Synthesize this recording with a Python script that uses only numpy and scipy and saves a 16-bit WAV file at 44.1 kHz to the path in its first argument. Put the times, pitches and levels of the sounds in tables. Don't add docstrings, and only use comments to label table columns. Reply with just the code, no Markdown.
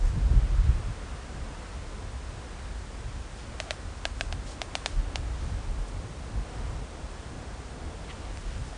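import sys
import numpy as np
from scipy import signal
from scipy.fft import rfft, irfft
from scipy.io import wavfile
from scipy.ndimage import uniform_filter1d

SR = 44100
rng = np.random.default_rng(int(sys.argv[2]) if len(sys.argv) > 2 else 0)


def pcm_store(signal):
    levels = np.round(np.clip(np.atleast_2d(signal), -1, 1) * 32767)
    wavfile.write(sys.argv[1], SR, levels.astype(np.int16).T)


N = 386757
TIME = np.arange(N) / SR


def buffeting():
    # freq_hz, density_db
    rumble_colour = [(18, -28), (26, -9.5), (36, 1.5), (50, 0.5), (75, -2), (100, -9.5), (135, -15.5),
                     (190, -26.5), (330, -34.5)]
    # centre_s, level_db, rocking_hz
    vortices = [(0.057, -16, 34.2), (.322, -13.5, 57), (0.371, -19, 43.4), (0.596, -15.5, 42.3),
                (0.698, -17, 76.4), (4.984, -21, 36.8), (5.697, -25, 35), (5.811, -26, 38.5),
                (8.479, -28.5, 41.5), (8.584, -39, 54.3)]
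    out = draught() * from_db(0.9 * drift(per_s=17)) * evened(coloured_noise(rumble_colour))
    for centre_s, level_db, rocking_hz in vortices:
        cycles = (TIME - centre_s) * rocking_hz
        out += from_db(level_db) * np.exp(-(cycles / 1.2) ** 2) * np.sin(2 * np.pi * cycles)
    return out


def draught():
    # centre_s, level_db, half_length_s
    gusts = [(0.06, -28.5, 0.043), (.12, -31, .02), (0.178, -24, 0.028), (0.25, -21, 0.031),
             (0.333, -19, 0.021), (0.37, -20, 0.02), (0.44, -24.5, 0.038), (0.533, -21.5, 0.023),
             (0.594, -25, 0.012), (0.647, -29.5, 0.027), (0.703, -22, 0.021), (0.767, -26.5, 0.036),
             (0.886, -28.5, 0.026), (1.01, -38.5, 0.04), (1.13, -36.5, 0.022), (1.41, -38, 0.061),
             (1.767, -39.5, 0.047), (1.938, -35, 0.021), (2.06, -37, .03), (2.17, -35, .03),
             (2.285, -38.5, 0.033), (2.715, -35.5, 0.1), (3.054, -38, 0.068), (3.183, -33, 0.026),
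             (3.873, -34.5, 0.027), (4.154, -38, 0.13), (4.35, -33.5, 0.096), (4.985, -31, 0.042),
             (5.095, -34.5, 0.044), (5.22, -32, 0.061), (5.32, -30, 0.039), (5.434, -30, 0.039),
             (5.546, -30.5, 0.044), (5.748, -35.5, 0.07), (5.955, -32.5, 0.046), (6.226, -41, 0.058),
             (6.379, -26.5, 0.027), (6.66, -31, 0.074), (6.8, -34.5, 0.03), (7.045, -36, 0.029),
             (7.56, -41, 0.11), (7.867, -36.5, 0.026), (8.297, -37.5, 0.091), (8.487, -41, 0.023),
             (8.61, -35, 0.084)]
    breeze = from_db(-40.5 - 0.24 * TIME)
    gust_power = sum((from_db(db) * swell(s, half_length)) ** 2 for s, db, half_length in gusts)
    return np.sqrt(breeze ** 2 + gust_power)


def wing_flutters():
    # centre_s, level_db, half_length_s
    flurries = [(.38, -28.5, 0.018), (.6, -35, 0.028), (0.69, -32, 0.026), (3.07, -41.5, .04),
                (4.357, -50, .04), (4.99, -39, .025), (5.503, -39, 0.046), (5.69, -39, 0.016),
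                (6.08, -39, 0.045), (6.38, -38, 0.022), (6.75, -46, 0.083), (7.332, -48, 0.052),
                (8.597, -38.5, 0.036)]
    flutter_hz = 115.3
    eddies = evened(band(band(rng.standard_normal(N), flutter_hz, q=2.3), flutter_hz, q=2.3))
    return eddies * sum(from_db(db) * swell(s, half_length) for s, db, half_length in flurries)


def bill_snaps():
    # start_s, level_db, crack_hz, cavity_hz, cavity_db, cavity_t60_s, echo_db,
    # flex_hz, flex_db, horn_db, tip_hz, tip_db (the parts' levels are relative to level_db)
    snaps = [(3.6016, -11.5, 2290, 626, -14, 0.035, -27, 1820, -22, -15, 2870, -32),
             (3.7082, -9.5, 2300, 614, -13.5, 0.028, -14, 1690, -22, -8, 2340, -30),
             (4.054, -11, 2430, 658, -9, 0.02, -7, 1620, -13.5, 7.5, 2950, -18),
             (4.21, -11.5, 2430, 675, -11.5, 0.022, -25, 1610, -14.5, 2, 2540, -19),
             (4.3259, -17, 2370, 714, -12, 0.026, -18, 1620, -24, -12, 2710, -25),
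             (4.6172, -12, 2650, 694, -10.5, 0.016, -24, 1720, -30, 2, 2100, -31),
             (4.7535, -8.5, 2700, 704, -10.5, 0.011, -26, 1700, -30, -11, 2380, -29),
             (4.8606, -8, 3020, 686, -9.5, 0.0085, -20, 1720, -21, 2, 3700, -27),
             (5.1577, -12, 3020, 740, -10, 0.0096, -14, 1740, -25, 1, 2750, -26)]
    # ratio to flex_hz, level_db, t60_s
    horn_modes = [(1.36, -31, 0.015), (1.72, -21, 0.0069), (2.11, -26, 0.017), (2.9, -45, .008)]
    ratio, mode_db, mode_t60_s = np.transpose(horn_modes)[:, :, None]
    flex_t60_s, tip_t60_s, wash_t60_s = 0.025, 0.018, 0.2
    radiation = signal.butter(2, 450, "high", fs=SR, output="sos")
    out, t = np.zeros(N), TIME[:SR // 10]
    for (start_s, level_db, crack_hz, cavity_hz, cavity_db, cavity_t60_s, echo_db,
         flex_hz, flex_db, horn_db, tip_hz, tip_db) in snaps:
        crack = 0.79 * contact(t, crack_hz, q=0.82, scatter=0.053, scatter_t60_s=0.028)
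        round_trip_s = 0.94 / cavity_hz
        echo = from_db(echo_db) * np.interp(t - round_trip_s, t, soften(crack, hz=4500), left=0)
        cavity = ringing(t, cavity_hz, cavity_db, cavity_t60_s)
        flex = ringing(t, flex_hz, flex_db, flex_t60_s)
        tip = ringing(t, tip_hz, tip_db, tip_t60_s)
        detune, accent = rng.standard_normal((2, len(horn_modes), 1))
        horn_hz = flex_hz * ratio * (1 + 0.0083 * detune)
        horn = ringing(t, horn_hz, mode_db + horn_db + 1.2 * accent, mode_t60_s).sum(axis=0)
        ring = soften(signal.sosfilt(radiation, cavity + flex + tip + horn), hz=5150)
        wash = rms_one(band(rng.standard_normal(len(t)), hz=3040, q=0.3))
        wash *= from_db(-34.5 - 60 * t / wash_t60_s)
        add(out, start_s, -from_db(level_db) * (crack + echo + ring + wash))
    return out


def swishes():
    # centre_s, level_db, half_length_s, centre_hz
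    swells = [(0.065, -52.5, 0.04, 5440), (0.074, -52, 0.037, 1500), (.65, -59, 0.22, 1600),
              (1.722, -61, .05, 1450), (2.27, -55.5, 0.038, 1450), (3.4, -54.5, 0.031, 4000),
              (3.635, -54, 0.013, 4000), (3.685, -53, .025, 1700), (4.22, -56, 0.044, 6500),
              (4.5, -50, .034, 5200), (4.91, -55, 0.062, 4000), (5.445, -57, 0.074, 4000),
              (5.888, -53, 0.0082, 7000), (8.165, -56.5, 0.15, 2500), (8.53, -54, 0.053, 2470),
              (8.39, -57, .04, 6000), (8.66, -58, 0.091, 5500)]
    out, rub = np.zeros(N), friction(grain_db=2.0, grains_per_s=470)
    for centre_s, level_db, half_length_s, centre_hz in swells:
        swish = rms_one(band(band(rub, centre_hz, q=0.69), centre_hz, q=0.63))
        out += from_db(level_db) * swell(centre_s, half_length_s) * swish
    return out


def hollow_rustles():
    # centre_s, level_db, half_length_s, pitch_hz
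    rustles = [(3.67, -43, 0.015, 630), (8.73, -43, .007, 670)]
    out, rub = np.zeros(N), friction(grain_db=2.0, grains_per_s=180)
    for centre_s, level_db, half_length_s, pitch_hz in rustles:
        hollow = rms_one(band(band(rub, pitch_hz, q=7), pitch_hz, q=7))
        out += from_db(level_db) * swell(centre_s, half_length_s) * hollow
    return out


def foot_scrape():
    # start_s, level_db, hold_s
    scrapes = [(8.089, -44.5, .021)]
    # pitch_hz, level_db
    twig_modes = [(1200, 2), (2050, 2), (2750, -5)]
    attack_s, release_s = 0.003, 0.012
    out, slips = np.zeros(N), friction(grain_db=1.5, grains_per_s=400)
    twigs = rms_one(sum(from_db(db) * band(band(slips, hz, q=1.9), hz, q=1.9) for hz, db in twig_modes))
    for start_s, level_db, hold_s in scrapes:
        stroke = np.interp(TIME - start_s, np.cumsum([0, attack_s, hold_s, release_s]), [0, 1, 1, 0])
        out += from_db(level_db) * stroke * twigs
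    return out


def twig_tick():
    # start_s, peak_db
    ticks = [(8.3734, -24.5)]
    out = np.zeros(N)
    for start_s, peak_db in ticks:
        tick = contact(TIME[:SR // 50], hz=1300, q=0.6, scatter=0.2, scatter_t60_s=0.0052)
        add(out, start_s, from_db(peak_db) * tick)
    return out


def distant_roar():
    # freq_hz, density_db
    roar_colour = [(80, -5), (150, 1), (195, -2), (265, -4), (340, -4), (480, -5), (720, -7.5),
                   (1100, -14.5), (2500, -36.5)]
    # time_s, level_db
    roar_levels = [(1.2, -47), (3.27, -49), (5.2, -47), (6.1, -45.5), (6.64, -44.5), (7.3, -45),
                   (7.7, -45.5), (8.77, -47)]
    # time_s, lag_s
    ground_lag = [(3.0, 0.00394), (5.8, 0.00366), (6.6, 0.00411), (8.5, 0.00421)]
    direct = coloured_noise(roar_colour)
    echo = from_db(-17) * np.interp(TIME - in_time(ground_lag), TIME, direct)
    return from_db(in_time(roar_levels) + 0.81 * drift(per_s=9)) * rms_one(direct + echo)


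def wind_in_trees():
    # freq_hz, density_db
    trees_colour = [(300, -20.5), (700, -4), (1050, 0), (1600, -2), (2300, -8.5), (4000, -14), (9000, -23)]
    # time_s, level_db
    wind_levels = [(0.0, -50.5), (0.66, -49), (1.2, -50), (1.63, -50), (2.0, -51.5), (2.44, -51),
                   (2.83, -52), (5.13, -50.5), (6.28, -54), (6.55, -50), (6.94, -53), (8.77, -52)]
    return from_db(in_time(wind_levels) + 0.58 * drift(per_s=5.4)) * coloured_noise(trees_colour)


def drone():
    # time_s, pitch_hz
    glide = [(3.7, 217.6), (4.15, 256), (4.8, 284), (6.1, 286)]
    phase = 2 * np.pi * np.cumsum(in_time(glide) + 5 * drift(per_s=25)) / SR
    level = from_db(-59.5 + 1.6 * drift(per_s=7.3)) * swell(centre_s=4.7, half_length_s=1)
    return level * np.sqrt(2) * np.sin(phase)


def microphone_hiss():
    # freq_hz, density_db
    hiss_colour = [(200, 5.5), (2000, 3.5), (4000, 1), (7000, -1), (9300, -2.5), (10500, -9.5)]
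    return from_db(-52.5) * coloured_noise(hiss_colour)


def contact(t, hz, q, scatter, scatter_t60_s):
    pulse = scatter * rng.standard_normal(len(t)) * from_db(-60 * t / scatter_t60_s)
    pulse[0] = 1
    crack = soften(band(pulse, hz, q), hz=6250)
    return crack / np.abs(crack).max()


def ringing(t, hz, level_db, t60_s):
    return from_db(level_db - 60 * t / t60_s) * np.cos(2 * np.pi * hz * t)


def friction(grain_db, grains_per_s):
    return rng.standard_normal(N) * from_db(grain_db * drift(grains_per_s))


def coloured_noise(points):
    hz, db = np.transpose(points)
    bin_hz = np.maximum(np.fft.rfftfreq(N, 1 / SR), 1)
    skirts = np.minimum(bin_hz / hz[0], 1) ** 2 * np.minimum(hz[-1] / bin_hz, 1) ** 2
    colour = from_db(np.interp(np.log(bin_hz), np.log(hz), db))
    return rms_one(irfft(rfft(rng.standard_normal(N)) * skirts * colour, N))


def drift(per_s):
    knots = rng.standard_normal(N)
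    return rms_one(np.interp(TIME * per_s, np.arange(N), knots))


def swell(centre_s, half_length_s):
    return np.exp(-.5 * ((TIME - centre_s) / half_length_s) ** 2)


def in_time(points):
    return np.interp(TIME, *np.transpose(points))


def band(x, hz, q):
    w = 2 * np.pi * min(hz, SR / 2 - 1000) / SR
    damping = np.sin(w) / (2 * q)
    return signal.lfilter([damping, 0, -damping], [1 + damping, -2 * np.cos(w), 1 - damping], x + 1e-18)


def soften(x, hz):
    return signal.sosfilt(signal.butter(2, hz, fs=SR, output="sos"), x)


def evened(x):
    return x / np.sqrt(uniform_filter1d(uniform_filter1d(x ** 2, size=2400), size=2400) + 1e-20)


def rms_one(x):
    return x / np.sqrt(np.mean(x ** 2) + 1e-20)


def from_db(db):
    return 10 ** (np.asarray(db) / 20)


def add(out, start_s, sound):
    start = int(round(start_s * SR))
    out[start:start + len(sound)] += sound[:N - start]


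def scene():
    hiss = microphone_hiss()
    birds = bill_snaps() + twig_tick() + foot_scrape() + hollow_rustles() + swishes()
    air = buffeting() + wing_flutters()
    distance = distant_roar() + wind_in_trees() + drone()
    return (birds + air + distance + hiss)[None]


def record(dry):
    cutoff_hz = 10050
    taps = signal.firwin(301, cutoff_hz, fs=SR, window=("kaiser", 8))
    return signal.fftconvolve(dry, taps[None], "same", axes=1)


dry = scene()
out = record(dry)
pcm_store(out)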